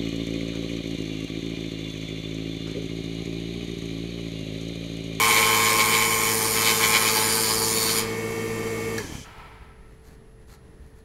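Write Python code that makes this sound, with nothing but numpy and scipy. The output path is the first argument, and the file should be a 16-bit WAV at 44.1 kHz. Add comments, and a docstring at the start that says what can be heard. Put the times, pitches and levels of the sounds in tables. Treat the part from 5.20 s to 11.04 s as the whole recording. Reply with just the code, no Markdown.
"""In a garage, a small wood lathe turns a pen blank under a hand-held scraping tool.
The turning wood excites the steel tool into chatter and ringing, and torn fibres hiss as shavings.
The tool lifts off; the lathe, heard as speed-locked tones and bearing noise, idles, is switched off
with a snap and coasts down in a fluttering rush. Grainy noise strokes are fingers brushing the blank;
shaped noise and steady tones make the low rumble and hum of the room."""
import sys
import numpy as np
from scipy import signal
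from scipy.fft import rfft, irfft, next_fast_len
from scipy.io import wavfile
from scipy.ndimage import uniform_filter1d, map_coordinates

SR = 44100
rng = np.random.default_rng(int(sys.argv[2]) if len(sys.argv) > 2 else 0)


def pcm_store(signal):
    """Save signal as 16-bit PCM."""
    levels = np.round(np.clip(np.atleast_2d(signal), -1, 1) * 32767)
    wavfile.write(sys.argv[1], SR, levels.astype(np.int16).T)


N = 257544
TIME = np.arange(N) / SR  # [s]

LIFT_S = 2.797  # the tool leaves the wood
OFF_S = 3.781  # the switch is thrown
COAST_S = 4.04  # the motor's hiss begins to die and the coasting rush begins

# How hard the hand pushes, as the strength of the tool's shaking: (time [s], level [dB])
PUSH = [(0.0, -20.5), (0.09, -22), (0.8, -26.5), (1.32, -34.5), (1.34, -31), (1.51, -26.5), (1.59, -38),
        (1.61, -26), (1.86, -27.5), (1.93, -37.5), (1.96, -27), (2.46, -39.5), (2.8, -32)]
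FIRM_PUSH_DB = -29.5  # an ordinary push
# Depth of the cut, as the strength of the scraping: (time [s], level [dB])
CUT_DEPTH = [(0, -27), (.25, -26), (.35, -26.5), (.82, -30), (.87, -35.5), (1.2, -36), (1.45, -28),
             (1.6, -31.5), (2.25, -33.5), (2.45, -36), (2.8, -34)]
# Share of the cut made on smooth wood with the bevel rubbing: (time [s], share [0-1])
SMOOTH_SHARE = [(0, 0.02), (1.07, 0.01), (1.13, 0.4), (1.7, 0.15), (2.25, 0.85), (2.8, 0.72)]
# The edge digs in: (time [s], extra level [dB], half length of the bell curve [s])
CATCHES = [(.112, 2.5, .014), (.185, 6, .012), (.24, 3, .016), (.5, 3, .015), (.607, 9.5, .011),
           (.747, 6, .016), (.82, 4.5, .014), (1.5, 6, .033), (1.645, 7, .025), (1.757, 8, .02),
           (1.875, 8.5, .02), (1.985, 4, .016), (2.3, 4.5, .025), (2.705, 4.5, .014), (2.79, 3, .025)]
TREMOR_DB = 1.5  # scale of the hand's random unsteadiness
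# Response of each part of the cut: level at a firm push, dB gained per dB of push and per dB of
# a catch, extra dB on smooth wood, and rate of fall after the lift
BEND_LAW = dict(db=-30.5, per_push=.85, per_dig=.12, smooth_db=0, lift_db_per_s=113)
TIP_LAW = dict(db=-30.3, per_push=.68, per_dig=.8, smooth_db=-4, lift_db_per_s=200)
RING_LAW = dict(db=-45.5, per_push=.46, per_dig=.75, smooth_db=17.5, lift_db_per_s=224)
CHIPS_LAW = dict(db=-32, per_push=.14, per_dig=.05, smooth_db=.5, lift_db_per_s=421)
SCRAPE_PER_DIG, SCRAPE_LIFT_DB_PER_S = 1, 203  # dB per dB of a catch; fall after the lift
ZING_DB = -4  # the edge's high modes against the shavings
# Resonances of the steel tool: (frequency [Hz], width [Hz], relative level [dB])
BENDING_MODES = [(862, 45, -2), (958, 40, -3), (1070, 55, -1), (1180, 50, -3), (1284, 45, -4),
                 (1500, 60, -8.5), (1615, 70, -7.5)]
TIP_MODES = [(2130, 50, -8), (2255, 80, 0), (2345, 60, -2), (3080, 110, -1.5), (3300, 40, -7)]
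RING_MODES = [(4150, 70, -5), (4365, 70, -1), (4680, 80, 1), (5020, 120, 0), (5130, 50, -6)]
EDGE_MODES = [(6100, 60, -4.5), (6970, 260, 5), (8600, 120, 5.5), (9380, 280, 1.5), (9950, 250, -7),
              (11680, 110, -1.5), (12900, 180, 1)]
# Chatter tones and sidebands one spindle turn apart, from two below upwards: relative level [dB]
BEND_TONES = [-9.5, -9, 0.5, -12.5, -21, -24.5, -17, -23.5]
TIP_TONES = [-12.5, -13, -4, 3, -2.5, -9]
# Spectra of the scrape and of coarse and fine shavings: (frequency [Hz], relative level [dB])
SCRAPE_SPECTRUM = [(300, -24.5), (520, 2.5), (680, -8.5), (900, 2), (1350, -3), (1600, -1.5), (1950, 1),
                   (2750, 0.5), (3100, 2), (3550, 2), (4200, 6), (5500, -4.5), (8000, -4), (15000, -36)]
ROUGH_CHIPS = [(3500, -24), (5200, 0.5), (5800, 1), (6500, -3), (7000, 1.5), (7700, -3.5), (8500, -4.5),
               (10500, -2), (13500, -0.5), (15800, -10.5)]
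FINE_CHIPS = [(3500, -8), (5200, -4), (6400, -6.5), (7100, -3.5), (7800, -12.5), (8550, -5.5), (9000, -1.5),
              (9800, -1.5), (10800, 1), (11600, -4), (12400, -4.5), (13100, -9.5), (15800, -9.5)]


def cutting(turns):
    """Forced vibration: tearing fibres drive the tool's modes; returns (chatter tones, cut noise)."""
    push_db = curves(PUSH)[0] - FIRM_PUSH_DB
    smooth = np.clip(curves(SMOOTH_SHARE)[0], 0, 1)
    dig_db = sum(db * swell(s, half) for s, db, half in CATCHES)
    dig_db = dig_db + TREMOR_DB * wobble(45)

    def gain(db, per_push, per_dig, smooth_db, lift_db_per_s):
        """Log-linear response: the decibels of push, catch and surface add up."""
        hand_db = per_push * push_db + per_dig * dig_db
        return amp(db + hand_db + smooth_db * smooth + fade(LIFT_S, lift_db_per_s))

    # the tool bounces at its own bending frequency, out of step with the spindle [cycles]
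    bounce = 1064 * TIME + .04 * wobble(14) + .015 * wobble(300)
    slaps = unit(amp(5 * np.cos(2 * np.pi * bounce)))
    pressure = contact(turns, depth_db=4.8)
    tearing = unit(slaps * pressure * surface(turns, memory=.78))
    rubbing = unit(pressure * surface(turns, memory=.8))

    # a rubbing bevel damps the chatter and leaves only the noisy resonances
    clean = .8 * (1 - smooth) ** 1.6
    bend_gain, tip_gain = gain(**BEND_LAW), gain(**TIP_LAW)
    bend_squeal = bend_gain * squeal(bounce, turns, BEND_TONES)
    tip_squeal = tip_gain * squeal(2 * bounce, turns, TIP_TONES)
    chatter = np.sqrt(clean) * (bend_squeal + tip_squeal)
    bend = np.sqrt(1 - clean) * band(resonate(rubbing, BENDING_MODES), 750, 2600)
    tip = .62 * band(resonate(tearing, TIP_MODES), 1800, 3500)
    tool = bend_gain * bend + tip_gain * tip

    scrape_db = curves(CUT_DEPTH)[0] + SCRAPE_PER_DIG * dig_db + fade(LIFT_S, SCRAPE_LIFT_DB_PER_S)
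    scrape = amp(scrape_db) * coloured(tearing + .18 * rubbing, SCRAPE_SPECTRUM)
    noisy_ring = band(resonate(rubbing, RING_MODES), 3800, 5600)
    ring = gain(**RING_LAW) * (.95 * edge_ring(turns, decay_s=.0016) + .9 * noisy_ring)

    # single fibres snap at uneven strengths
    snaps = surface(turns, memory=.58) * amp(2 * wobble(2500)) * contact(turns, depth_db=3.5)
    # curling shavings keep changing the colour of the hiss
    rough = np.sqrt(1 - smooth) * coloured(snaps, ROUGH_CHIPS)
    fine = np.sqrt(smooth) * shimmer(coloured(snaps, FINE_CHIPS), depth_db=3.5)
    zing = shimmer(band(resonate(snaps, EDGE_MODES), 4900, 13000), depth_db=2)
    shavings = gain(**CHIPS_LAW) * (rough + fine + amp(ZING_DB) * zing)
    return chatter, tool + scrape + ring + shavings


def surface(turns, memory, size=400):
    """Periodic roughness: the texture returns every turn, partly cut anew (size points a turn)."""
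    keep = np.clip(memory, 0, .99)
    fresh = rng.standard_normal((int(turns[-1]) + 60, size))
    # a one-pole recursion from each turn to the next; the first 50 turns settle it
    texture = signal.lfilter([1], [1, -keep], fresh, axis=0)[50:]
    return unit(map_coordinates(texture.ravel(), [turns * size]))


def contact(turns, depth_db):
    """Eccentric rotation: an out-of-round part modulates the pressure once a turn, rms 1."""
    return unit(amp(depth_db * np.cos(2 * np.pi * turns)))


def squeal(bounce, turns, sidebands):
    """Modulation sidebands: the turning blank splits a chatter tone into a cluster, rms 1."""
    tones = 0
    for k, db in enumerate(sidebands):
        phase = bounce + (k - 2) * turns + rng.random()
        tones = tones + amp(db + wobble(13)) * np.cos(2 * np.pi * phase)
    return unit(tones)


# The edge's pitch shifts as the contact point slides along it: (time [s], frequency [Hz])
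EDGE_PITCH = [(0, 4670), (2.2, 4670), (2.36, 4660), (2.5, 4590), (2.66, 4420), (2.73, 4680), (2.82, 4950)]


def edge_ring(turns, decay_s):
    """Impulse response: a hard spot strikes the edge once a turn and it rings with damping, rms 1."""
    age = (turns + .42) % 1 / 109.1  # seconds since the strike, at the cutting speed
    ping = np.sin(2 * np.pi * curves(EDGE_PITCH)[0] * age + .5 * wobble(70))
    return unit(ping * age * np.exp(-age / decay_s) * amp(2.2 * wobble(60)))


def shimmer(x, depth_db):
    """Time-varying filtering: random gain patches a few hundred Hz wide and some tens of ms long."""
    z = signal.stft(x, nperseg=512)[2]
    field = uniform_filter1d(rng.standard_normal(z.shape), size=7, axis=0)
    field = uniform_filter1d(field, size=14, axis=1)
    return unit(signal.istft(z * amp(depth_db * unit(field)), nperseg=512)[1][:N])


# Rotation of the spindle: (time [s], speed [turns/s])
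SPEED = [(0, 109.1), (2.75, 109.1), (2.9, 109.5), (3.785, 109.5), (3.85, 91), (3.89, 79), (3.94, 71),
         (4.0, 64), (4.06, 48), (4.8, 0)]


def spindle_speed():
    """Rotational kinematics: the speed holds nearly steady, then runs down to rest."""
    return curves(SPEED)[0]


# Shaft harmonics 1, 2, 3...:
# (relative level [dB], relative level of the sideband one belt lap higher [dB])
SHAFT = [(-38.5, -44), (-39, -59), (-42.5, -45), (-43, -56.5), (-57.5, -64.5)]
# Motor tones at full speed: (frequency [Hz], relative level [dB])
MOTOR = [(59, -53.5), (236, -46.5), (337, -47), (393, -52), (452.4, -32.5), (471.5, -48.5), (1179, -47),
         (1809, -46.5), (1884, -49.5), (1976, -58.5), (2121, -49), (2212, -41.5), (2681, -51.5)]
FULL_SPEED, BELT_LAPS = 109.5, 58.1  # spindle turns and belt laps per second
POWER_DROP_S, SLACK_DB = .041, 5  # the drive lets go; scale of the slack belt's stutter
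WHINE_FADE_S = .24  # the motor's whine dies away
UNLOAD_DB_PER_S = 64  # the load of the cut eases after the lift
BENCH_HZ, BENCH_WIDTH_HZ = 69.4, 4.1  # the spindle rate that shakes the bench
# Machine levels: idling, extra under load, extra unpowered, power of the speed, extra at the bench
# resonance
TONES_LAW = dict(db=-.46, load_db=-1.05, off_db=-4, power=1.8, shudder_db=6.5)
BEARING_LAW = dict(db=-36.5, load_db=1.3, off_db=-.5, power=2.8, shudder_db=5)


def lathe(turns):
    """Order-locked radiation: shaft, belt and motor tones follow the speed, over bearing noise."""
    speed = spindle_speed()
    slowing_db = 20 * np.log10(speed / FULL_SPEED + 1e-6)
    unpowered = np.clip((TIME - OFF_S) / POWER_DROP_S, 0, 1)
    loaded = amp(fade(LIFT_S, UNLOAD_DB_PER_S))
    # slowing down, the spindle passes through the resonance of the bench and shakes it
    shudder = np.exp(-.5 * ((speed - BENCH_HZ) / BENCH_WIDTH_HZ) ** 2)

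    def level(db, load_db, off_db, power, shudder_db):
        """Power law of speed: level in dB, corrected for load, drive and resonance."""
        state_db = load_db * loaded + off_db * unpowered
        return db + state_db + power * slowing_db + shudder_db * shudder

    angle = 2 * np.pi * (turns + .0022 * wobble(40))
    belt = angle * BELT_LAPS / FULL_SPEED
    # the shaft's harmonics line up into a soft thump, which the belt makes strong and weak by turns
    thump = 0
    for order, (db, side_db) in enumerate(SHAFT, start=1):
        thump = thump - amp(db) * np.cos(order * angle)
        thump = thump - amp(side_db) * np.cos(order * angle + belt)

    # the motor's tones die after the switch, the high ones first
    run_time = turns / FULL_SPEED
    powered = np.clip(1 - (TIME - OFF_S) / WHINE_FADE_S, 0, 1)
    whine = 0
    for hz, db in MOTOR:
        tone = np.sin(2 * np.pi * hz * run_time + .1 * wobble(25))
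        whine = whine + amp(db + wobble(12)) * tone * powered ** (hz / 450)

    # without drive the belt goes slack and the tones stutter
    stutter_db = SLACK_DB * unpowered * wobble(110)
    tones = amp(level(**TONES_LAW) + stutter_db) * np.sqrt(2) * (thump + whine)
    return tones + amp(level(**BEARING_LAW)) * bearings(turns)


# Broad noise of the bearings: (frequency [Hz], relative level [dB])
BEARING_SPECTRUM = [(25, -25.5), (70, -10.5), (200, 0.5), (450, 1), (650, -5), (900, -2.5), (1600, -11.5),
                    (2150, -6.5), (2550, -7), (3100, -22.5), (3500, -16), (7400, -16), (8400, -19.5),
                    (11000, -21.5), (15800, -31)]
# Bearing resonances: (frequency [Hz], width [Hz], relative level [dB])
RACE_MODES = [(3133, 70, 2.5), (4670, 60, -1.5), (6000, 91, -2.5), (7040, 56, -1), (7560, 42, -1.5),
              (9090, 80, -9), (10570, 190, -7.5), (10850, 180, -8), (11520, 190, -11.5), (12750, 300, -9)]


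def bearings(turns):
    """Rolling contact noise: balls hiss in their races and ring the housing, modulated once a turn."""
    rolling = rng.standard_normal(N) * contact(turns, depth_db=-1.5)
    return noise(BEARING_SPECTRUM) + amp(-9) * band(resonate(rolling, RACE_MODES), 2800, 14000)


# Resonances of the switch: (frequency [Hz], width [Hz], relative level [dB])
SWITCH_MODES = [(1690, 110, 13), (3085, 130, -7.5), (4430, 390, 6.5), (5600, 790, 0), (7060, 250, -7.5),
                (10850, 3000, -21)]
# Spectra of the motor's hiss and of the coasting rush: (frequency [Hz], relative level [dB])
HISS_SPECTRUM = [(880, -44), (1500, -20.5), (2330, -1.5), (2800, -16), (3030, 6), (3580, -8.5), (5340, -4),
                 (6190, 0), (8050, -10.5), (10600, -13), (15500, -32.5)]
RUSH_SPECTRUM = [(400, -13), (800, 0.5), (960, 5.5), (1150, -2), (1260, -2.5), (1315, 14), (1380, -3),
                 (1750, -2.5), (2200, -1.5), (3300, -11), (5000, -17), (6200, -28), (14000, -30.5)]


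def stopping():
    """Transient excitation: the switch snaps, the motor hisses, and a fluttering rush decays."""
    age = TIME - OFF_S
    snap = rng.standard_normal(N) * (age > 0) * amp(-60 * np.abs(age) / .038)  # 60 dB in 38 ms
    hiss_gain = burst(OFF_S, COAST_S - OFF_S, db_per_s=900, db=-46.5)
    rush_gain = burst(COAST_S, hold_s=.18, db_per_s=38, db=-47.2) * amp(.85 * wobble(44))
    switch = amp(-19.5) * resonate(snap, SWITCH_MODES)
    return switch + hiss_gain * noise(HISS_SPECTRUM) + rush_gain * noise(RUSH_SPECTRUM)


# Fingers on the blank: (time [s], level [dB], half length of the bell curve [s])
TOUCHES = [(4.72, -69, .06), (4.872, -58, .025), (4.937, -61, .017), (5.305, -56, .02), (5.341, -53, .011),
           (5.67, -67, .04), (5.785, -64, .022)]
# Colour of skin on wood: (frequency [Hz], relative level [dB])
SKIN_SPECTRUM = [(400, -9), (800, 5), (1500, 1), (2100, 0.5), (3200, -10), (4250, -1), (5300, -7.5),
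                 (6500, -5), (9000, -9.5), (11500, -9), (12400, -6), (13500, -13), (15500, -21)]


def fingers():
    """Sliding friction: skin on wood gives short strokes of grainy noise."""
    strokes = sum(amp(db) * swell(s, half) for s, db, half in TOUCHES)
    grain = rng.standard_normal(N) * amp(3.1 * wobble(550))
    return strokes * coloured(grain, SKIN_SPECTRUM)


# Reverberation of the garage: (frequency [Hz], time to fall 60 dB [s])
REVERB_TIMES = [(200, 1), (2000, 0.66), (12000, 0.05)]


def garage(x):
    """Diffuse reverberation: bare walls answer with a short tail that dies sooner in the treble."""
    hz, t, z = signal.stft(rng.standard_normal(SR // 2), SR, nperseg=256)
    decay = amp(-60 * t / along(REVERB_TIMES, hz)[:, None])
    tail = signal.istft(z * decay, SR, nperseg=256)[1]
    delayed = np.pad(tail / np.linalg.norm(tail), (SR // 200, 0))  # 5 ms
    return signal.fftconvolve(x, delayed)[:N]


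# Rumble of the room: (frequency [Hz], relative level [dB])
AMBIENCE = [(20, -5), (30, -14), (45, -8), (64, -7), (85, -15), (120, -12.5), (155, -15.5), (260, -23),
            (440, -26.5), (600, -32), (1550, -40), (1850, -33), (2200, -44), (3000, -45.5), (8500, -55),
            (11000, -52), (15000, -71.5)]
# Steady tones of the workshop: (frequency [Hz], level [dB])
HUM = [(393, -65), (441.4, -60.5), (10998, -74)]


def workshop():
    """Background noise floor: uneven low rumble, a faint hum and a thin electrical whistle."""
    hum = 0
    for hz, db in HUM:
        tone = np.sin(2 * np.pi * hz * TIME + .2 * wobble(10))
        hum = hum + amp(db) * np.sqrt(2) * tone
    return amp(-48 + wobble(26)) * noise(AMBIENCE) + hum


def amp(db):
    """Logarithmic level: decibels to amplitude gain."""
    return 10 ** (np.asarray(db) / 20)


def unit(x):
    """Root-mean-square normalisation: scale to rms 1."""
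    return x / np.sqrt(np.mean(x ** 2) + 1e-20)


def curves(rows):
    """Linear interpolation: one value per sample for each column after the time."""
    s, *cols = np.transpose(rows)
    return [np.interp(TIME, s, c) for c in cols]


def along(points, hz):
    """Logarithmic frequency scale: (frequency [Hz], value) points read between their knots."""
    f, v = np.transpose(points)
    return np.interp(np.log(hz + 1), np.log(f + 1), v)


def wobble(rate):
    """Band-limited fluctuation: a smooth random curve with rate knots a second."""
    return map_coordinates(rng.standard_normal(int(N * rate / SR) + 4), [TIME * rate])


def filtered(x, response):
    """Linear filtering: the spectrum of x times a response of frequency."""
    m = next_fast_len(N + SR // 4)
    return irfft(rfft(x, m) * response(np.fft.rfftfreq(m, 1 / SR)), m)[:N]


def coloured(x, spectrum):
    """Spectral shaping: x under a spectrum that falls away below its first point, rms 1."""
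    def response(f):
        return amp(along(spectrum, f)) * np.minimum(f / spectrum[0][0], 1) ** 2
    return unit(filtered(x, response))


def noise(spectrum):
    """Shaped random noise: white noise given a spectrum, rms 1."""
    return coloured(rng.standard_normal(N), spectrum)


def resonate(x, modes):
    """Modal superposition: x through a parallel set of damped resonances."""
    def response(f):
        return sum(amp(db) * 1j * f * w / (c * c - f * f + 1j * f * w) for c, w, db in modes)
    return filtered(x, response)


def band(x, low_hz, high_hz):
    """Band limitation: a steep band-pass, rms 1."""
    def response(f):
        return 1 / np.sqrt((1 + (low_hz / (f + 1)) ** 10) * (1 + (f / high_hz) ** 10))
    return unit(filtered(x, response))


def swell(s, half):
    """Gaussian envelope: a bell-shaped rise and fall around time s."""
    return np.exp(-.5 * ((TIME - s) / half) ** 2)


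def fade(start_s, db_per_s):
    """Exponential decay: 0 dB until start_s, then a steady fall in dB."""
    return -db_per_s * np.maximum(TIME - start_s, 0)


def burst(start_s, hold_s, db_per_s, db):
    """Attack and exponential decay: a gain that rises in 15 ms, holds and dies away."""
    return np.clip((TIME - start_s) / .015, 0, 1) * amp(db + fade(start_s + hold_s, db_per_s))


def scene():
    """Superposition: the sources add, and everything that spins shares the spindle's angle."""
    turns = np.cumsum(spindle_speed()) / SR
    chatter, cut = cutting(turns)
    near = cut + stopping() + fingers()
    # chatter and lathe are heard directly; the near noises also come back from the walls
    echoes = amp(-9.5) * garage(near)
    return (chatter + near + echoes + lathe(turns) + workshop())[None]


def record(dry):
    """Soft saturation and band limitation: high peaks are rounded, then the top is cut off."""
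    rounded = dry[0] / (1 + np.abs(dry[0] / .62) ** 4) ** .25
    return filtered(rounded, lambda hz: hz < 15750)[None]


dry = scene()
out = record(dry)
pcm_store(out)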